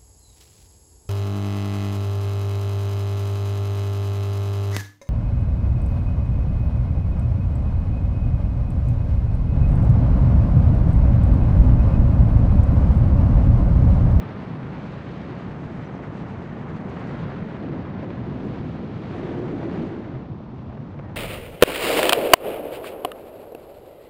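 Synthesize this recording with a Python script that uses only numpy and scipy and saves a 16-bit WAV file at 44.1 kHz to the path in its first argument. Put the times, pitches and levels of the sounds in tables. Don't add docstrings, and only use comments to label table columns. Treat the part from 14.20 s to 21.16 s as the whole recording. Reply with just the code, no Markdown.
import sys
import numpy as np
from scipy import signal
from scipy.fft import rfft, irfft
from scipy.io import wavfile
from scipy.ndimage import uniform_filter1d, minimum_filter1d

SR = 44100
rng = np.random.default_rng(int(sys.argv[2]) if len(sys.argv) > 2 else 0)


def put_to_file(sound):
    columns = np.atleast_2d(sound).T
    safe = np.clip(columns, -1, 1)
    whole_steps = np.round(safe * 32767)
    wavfile.write(sys.argv[1], SR, whole_steps.astype(np.int16))


N = 306933


def gain_of(db):
    return 10 ** (np.asarray(db) / 20)


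def unit_rms(x):
    return x / np.sqrt(np.mean(x ** 2) + 1e-20)


def add(mix, start_s, sound):
    part = mix[round(start_s * SR):][:len(sound)]
    part += sound[:len(part)]


def curves(rows):
    times, *columns = np.transpose(rows)
    return np.array([np.interp(np.arange(N) / SR, times, column) for column in columns])


def swell(at_s, width_s):
    return np.exp(-((np.arange(N) / SR - at_s) / width_s) ** 2)


def bursts(rows):
    return np.sqrt(sum((gain_of(db) * swell(middle, length / 2)) ** 2 for middle, length, db in rows))


def coloured(x, spectrum):
    hz, db = np.transpose(spectrum)
    shape_db = np.interp(np.log(np.fft.rfftfreq(N, 1 / SR) + 1), np.log(hz), db)
    return irfft(rfft(x) * gain_of(shape_db), N)


def noise(spectrum):
    return unit_rms(coloured(rng.standard_normal(N), spectrum))


def swings(slow_hz, fast_hz):
    hz = np.fft.rfftfreq(N, 1 / SR)
    highpass = hz ** 2 / (hz ** 2 + slow_hz ** 2)
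    rolloff = np.sqrt(1 + (hz / fast_hz) ** 2) * (1 + (hz / (10 * fast_hz)) ** 2)
    return unit_rms(irfft(rfft(rng.standard_normal(N)) * highpass / rolloff, N))


def resonate(x, hz, width_hz):
    carrier = np.exp(2j * np.pi * hz * np.arange(N) / SR)
    pole = np.exp(-np.pi * width_hz / SR)
    return 2 * (carrier * signal.lfilter([1 - pole], [1, -pole], x / carrier)).real


def glide(length, first_hz, last_hz, waver, flutter_db, fast_hz):
    count = int(length * SR)
    hz = np.geomspace(first_hz, last_hz, count) * (1 + waver * swings(11, fast_hz)[:count])
    arch = np.sin(np.linspace(0, np.pi, count))
    flutter = gain_of(flutter_db * swings(9.2, fast_hz)[:count])
    return unit_rms(arch * flutter * np.sin(2 * np.pi * (np.cumsum(hz) / SR + rng.random())))


# f/Hz, relative level/dB
BODY_SPECTRUM = [(15, -32.5), (30, -27.5), (50, -12.5), (80, -5.5), (125, 0.5), (180, -3.5), (240, -4.5),
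                 (320, -13), (500, -30.5), (1200, -84.5), (8000, -110)]

def body_rumble(bed_db=-35, boom_db=-35):
    rush_db = curves(AIR_LEVELS)[0]
    flow_db = rush_db - rush_db.max()
    bend_db = 3.5 * swell(at_s=4.24, width_s=1)
    bed_gain = gain_of(bed_db + bend_db + 0.078 * flow_db + 0.04 * swings(2.6, 4.2))
    boom = unit_rms(resonate(noise(BODY_SPECTRUM), hz=175, width_hz=41))
    return noise(BODY_SPECTRUM) * bed_gain + boom * gain_of(boom_db + 0.98 * flow_db)


# middle t/s, length/s, centre f/Hz, level/dB
LOW_SWELLS = [(.44, 0.099, 179, -38.5), (.98, 0.094, 174, -39), (1.295, .05, 165.4, -37),
              (1.461, .04, 123, -33), (1.582, .06, 140.6, -33), (2.02, .055, 169, -32),
              (2.9, .06, 161, -37), (3.04, .14, 159.4, -34.5), (3.22, 0.063, 179, -32.5),
              (3.515, .05, 144.3, -31), (4.02, .06, 121.5, -34.5), (4.401, .05, 118.5, -32),
              (5.595, .06, 162, -30.5), (5.95, .09, 138.3, -33.5), (6.117, 0.053, 134.2, -33),
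              (6.48, 0.047, 99, -35), (6.595, 0.041, 138, -34.5), (6.799, 0.027, 137, -38)]

def low_swells(sag=0.25):
    out = np.zeros(N)
    for middle, length, hz, db in LOW_SWELLS:
        tone = glide(length, hz * (1 + sag), hz * (1 - sag), waver=0.11, flutter_db=2.5, fast_hz=60)
        add(out, middle - length / 2, gain_of(db) * tone)
    return out


# f/Hz, relative level/dB
TYRE_SPECTRUM = [(20, -9), (60, 6.5), (110, 1), (200, 1.5), (400, 5), (600, 1), (950, 0), (1200, -5.5),
                 (1500, -12.5), (2400, -24.5), (3600, -25.5), (5500, -36.5), (8000, -55), (12000, -85.5)]

def tyres(level_db=-45.5):
    return noise(TYRE_SPECTRUM) * gain_of(level_db + 0.63 * swings(4.4, 25))


# start t/s, length/s, first f/Hz, last f/Hz, level/dB, waver/share of pitch
SQUEAK_GLIDES = [(1.65, 0.028, 5980, 5850, -72, .006), (1.747, .035, 7300, 3600, -72, .025),
                 (6.675, 0.08, 2410, 2360, -70, .01), (6.837, 0.072, 1970, 1750, -60.5, .02)]

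def squeaks():
    out = np.zeros(N)
    for start, length, first_hz, last_hz, db, waver in SQUEAK_GLIDES:
        add(out, start, gain_of(db) * glide(length, first_hz, last_hz, waver, flutter_db=2, fast_hz=250))
    return out


# middle t/s, length/s, level/dB
GRIT_FLURRIES = [(1.456, 0.059, -58.5), (1.54, 0.12, -58.5), (1.64, 0.083, -59.5), (1.74, .05, -65),
                 (1.835, 0.04, -61), (1.985, 0.11, -55), (2.098, 0.069, -57.5), (2.23, .06, -59),
                 (2.32, .04, -65), (2.41, .07, -61), (2.495, 0.037, -60), (2.57, .05, -57),
                 (3.835, 0.046, -59)]
# f/Hz, relative level/dB
GRIT_SPECTRUM = [(500, -2), (1000, -8.5), (2200, 4), (4000, -6.5), (5200, -13), (7000, -19.5), (9500, -29),
                 (12000, -50)]

def road_grit(grain_db=4):
    grains = gain_of(grain_db * np.clip(swings(40, 220), -2, 2))
    return unit_rms(noise(GRIT_SPECTRUM) * grains) * bursts(GRIT_FLURRIES)


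# t/s, peak level before the cabin/dB, chatter decay/s, tilt/dB per octave
JOLTS = [(1.75, -30, 0.017, -12), (2.567, -30, 0.015, 1), (2.785, -31, 0.018, 2), (3.828, -30, 0.071, 0.5),
         (3.904, -29.5, 0.027, 3), (6.203, -34.5, 0.027, -13), (6.391, -38.5, .012, 0),
         (6.499, -36, 0.041, -2), (6.527, -34, .04, -3), (6.552, -35, .015, -9), (6.572, -37, 0.012, 4),
         (6.577, -32, 0.014, 1.5), (6.7912, -29.5, 0.009, 4), (6.7968, -26, 0.009, -2.5),
         (6.897, -35, 0.049, -3)]
# f/Hz, width/Hz, relative level/dB
PANEL_MODES = [(580, 170, 12.5), (890, 450, 3.5), (1470, 410, -5), (2120, 350, -8), (3300, 900, -20)]
# f/Hz, gain/dB
CABIN_RESPONSE = [(100, 5), (3000, 2.5), (5000, -10), (8000, -17.5), (12000, -53)]

def panel_knocks(chatter=0.097, rise_s=0.0003):
    out, t = np.zeros(N), np.arange(4096) / SR
    ring = sum(gain_of(db) * width * np.exp(-np.pi * width * t) * np.sin(2 * np.pi * hz * t)
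               for hz, width, db in PANEL_MODES)
    fft_size, lowest_hz = 2 * len(t), PANEL_MODES[0][0]
    octaves = np.log2(np.maximum(np.fft.rfftfreq(fft_size, 1 / SR), lowest_hz))
    for start, db, t60, tilt_db in JOLTS:
        force = (t == 0) + chatter * rng.standard_normal(len(t)) * np.exp(-np.log(1000) * t / t60)
        spectrum = rfft(signal.fftconvolve(force, ring), fft_size) * gain_of(tilt_db * octaves)
        knock = irfft(spectrum)[:len(t)] * np.minimum(t / rise_s, 1)
        add(out, start, gain_of(db) * knock / abs(knock).max())
    return coloured(out, CABIN_RESPONSE)


# middle t/s, length/s, level/dB
AIR_SPURTS = [(.23, .05, -76), (1.2, .04, -73), (1.32, .025, -73), (1.57, .02, -73), (1.835, .03, -74),
              (2.005, .015, -75), (2.1, .03, -77), (2.225, .025, -72.5), (2.42, .02, -76),
              (2.495, .025, -75), (2.57, .02, -74), (2.7, .025, -69), (2.8, .04, -71), (2.88, .05, -72),
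              (3.3, .04, -77), (4.26, .05, -72), (4.97, .05, -72)]
# f/Hz, relative level/dB
SPURT_SPECTRUM = [(2500, -12), (4500, 1.5), (6500, -1), (8500, -7), (10500, -15), (12500, -34.5)]

def air_spurts(grain_db=4):
    grains = gain_of(grain_db * np.tanh(swings(40, 200)))
    return unit_rms(noise(SPURT_SPECTRUM) * grains) * bursts(AIR_SPURTS)


# f/Hz, relative level/dB
HISS_SPECTRUM = [(2000, -20.5), (4500, -7.5), (6100, 1.5), (7500, -5), (9000, -12.5), (10700, -20.5),
                 (12500, -33.5)]

def fine_hiss(flutter, flicks_per_s=300, spread_db=4):
    hiss = noise(HISS_SPECTRUM) * gain_of(1.25 * flutter - 1.2)
    sizes = gain_of(spread_db * np.minimum(rng.exponential(1, N), 2.8))
    impulses = sizes * (rng.random(N) < flicks_per_s / SR)
    envelope = np.sqrt(abs(signal.oaconvolve(impulses ** 2, np.hanning(160) ** 2, "same")))
    flicks = unit_rms(coloured(envelope * rng.standard_normal(N), HISS_SPECTRUM))
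    return hiss + flicks * gain_of(-5)


# t/s, rush level/dB, keen level/dB, hiss gain/dB
AIR_LEVELS = [(0, -39.5, -58.5, -82), (.2, -41, -56.5, -79), (.42, -42, -59.5, -79.5),
              (.62, -40.5, -56, -74.5), (.82, -42, -57, -76.5), (1.18, -40.5, -56, -75.5),
              (1.36, -42, -62.5, -76), (2.67, -41, -64.5, -77.5), (2.71, -41.5, -57, -74),
              (2.78, -38, -57.5, -74), (2.93, -38, -56, -74), (3.05, -39.5, -56.5, -78),
              (3.2, -39.5, -58.5, -78), (3.45, -41.5, -60, -79.5), (3.75, -41.5, -61.5, -84),
              (4.05, -43, -59.5, -80.5), (4.28, -42, -56.5, -78), (4.65, -45, -59, -79),
              (4.85, -43.5, -55, -76), (4.99, -39, -55, -73), (5.38, -42, -57.5, -75),
              (5.59, -39, -54.5, -73), (5.68, -43, -56, -73), (5.76, -43.5, -62, -79.5),
              (5.96, -46, -62.5, -82.5), (6.08, -54.5, -67.5, -91), (6.5, -54, -66.5, -86),
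              (6.96, -48.5, -72.5, -84)]
# f/Hz, relative level/dB
RUSH_SPECTRUM = [(100, -12.5), (250, 3.5), (450, 3.5), (700, 1), (950, -1), (1300, -4), (1950, -8),
                 (2800, -18.5), (4300, -33.5), (7000, -53.5), (11000, -80.5)]
KEEN_SPECTRUM = [(1200, -14), (2300, 5), (3200, 1.5), (4300, -3.5), (5200, -11.5), (6200, -19), (8000, -32),
                 (12000, -53)]
FIZZ_SPECTRUM = [(5000, -20.5), (8000, -1.5), (10000, -1), (11500, -5), (12500, -12)]
# t/s, level/dB
FIZZ_COURSE = [(.05, -85), (.45, -86), (.65, -97), (1.1, -90), (1.4, -100), (2.6, -97), (2.85, -87),
               (3.2, -88), (3.7, -97.5), (4.28, -87), (4.6, -95), (5, -85.5), (5.65, -87.5), (6, -106)]

def slipstream():
    rush_db, keen_db, hiss_db = curves(AIR_LEVELS)
    billows = swings(0.57, 34.8)
    flutter = swings(3.4, 3.3)
    rush = noise(RUSH_SPECTRUM) * gain_of(rush_db + 1.14 * billows)
    keen = noise(KEEN_SPECTRUM) * gain_of(keen_db + 0.9 * billows + 0.75 * flutter + 0.49 * swings(11, 70))
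    hiss = fine_hiss(flutter) * gain_of(hiss_db)
    fizz = unit_rms(noise(FIZZ_SPECTRUM) * gain_of(2.2 * swings(15, 200)))
    return rush + keen + hiss + fizz * gain_of(curves(FIZZ_COURSE)[0])


# f/Hz, relative level/dB
PORT_SPECTRUM = [(130, -31.5), (210, -3), (275, -1.5), (345, -1.5), (430, -7), (550, -13), (720, -16),
                 (1000, -33), (2000, -38), (5000, -77.5), (12000, -110)]
# t/s, base level/dB
FACING_LEVELS = [(0, -45), (3.3, -41.5), (3.8, -38), (5.9, -34.5), (6.2, -38.5), (6.6, -42.5)]

def buffeting(roar_per_rush=0.67, lumpy_db=2):
    rush_db, facing_db = curves(AIR_LEVELS)[0], curves(FACING_LEVELS)[0]
    flow_db = roar_per_rush * (rush_db - np.median(rush_db))
    return noise(PORT_SPECTRUM) * gain_of(facing_db + flow_db + lumpy_db * swings(1.6, 6.2))


# start t/s, length/s, held level/dB
PORT_GUSTS = [(3.35, 0.33, -36), (4.203, 0.12, -39.5), (4.886, 0.71, -37), (5.294, 0.49, -34.5)]

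def gusts(rise_share=0.26, fall_share=0.33):
    out = np.zeros(N)
    for start, length, db in PORT_GUSTS:
        progress = (np.arange(N) / SR - start) / length
        force = np.clip(np.minimum(progress / rise_share, (1 - progress) / fall_share), 0, 1)
        out += force * gain_of(db) * noise(PORT_SPECTRUM)
    return out


# start t/s, length/s, first f/Hz, last f/Hz, level/dB
HOWL_GLIDES = [(3.397, 0.16, 300, 274, -38.5), (4.222, 0.097, 382, 337, -38),
               (4.969, 0.18, 407, 333, -39.5), (5.102, 0.19, 346, 366.3, -32.5),
               (5.3, .095, 400, 235, -28.5), (5.409, 0.12, 314, 363, -37), (5.55, 0.13, 335, 314, -33.5),
               (5.591, 0.072, 200.4, 298, -34), (5.684, 0.15, 350.4, 309, -39)]

def howls():
    out = np.zeros(N)
    for start, length, first_hz, last_hz, db in HOWL_GLIDES:
        howl = glide(length, first_hz, last_hz, waver=0.054, flutter_db=5, fast_hz=40)
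        add(out, start, gain_of(db) * howl)
    return out


def scene():
    air = buffeting() + gusts() + howls() + slipstream() + air_spurts()
    car = body_rumble() + low_swells() + tyres() + road_grit() + panel_knocks() + squeaks()
    return (air + car)[None]


def record(dry):
    ceiling_db, cutoff_hz = -18.7, 12600
    allowed = np.minimum(1, gain_of(ceiling_db) / (abs(dry) + 1e-9))
    held = minimum_filter1d(allowed, size=400)
    gain = uniform_filter1d(uniform_filter1d(held, size=200), size=200)
    lowpass = signal.firwin(511, cutoff_hz, window=("kaiser", 9), fs=SR)
    return signal.oaconvolve(dry * gain, lowpass[None], "same")


dry = scene()
out = record(dry)
put_to_file(out)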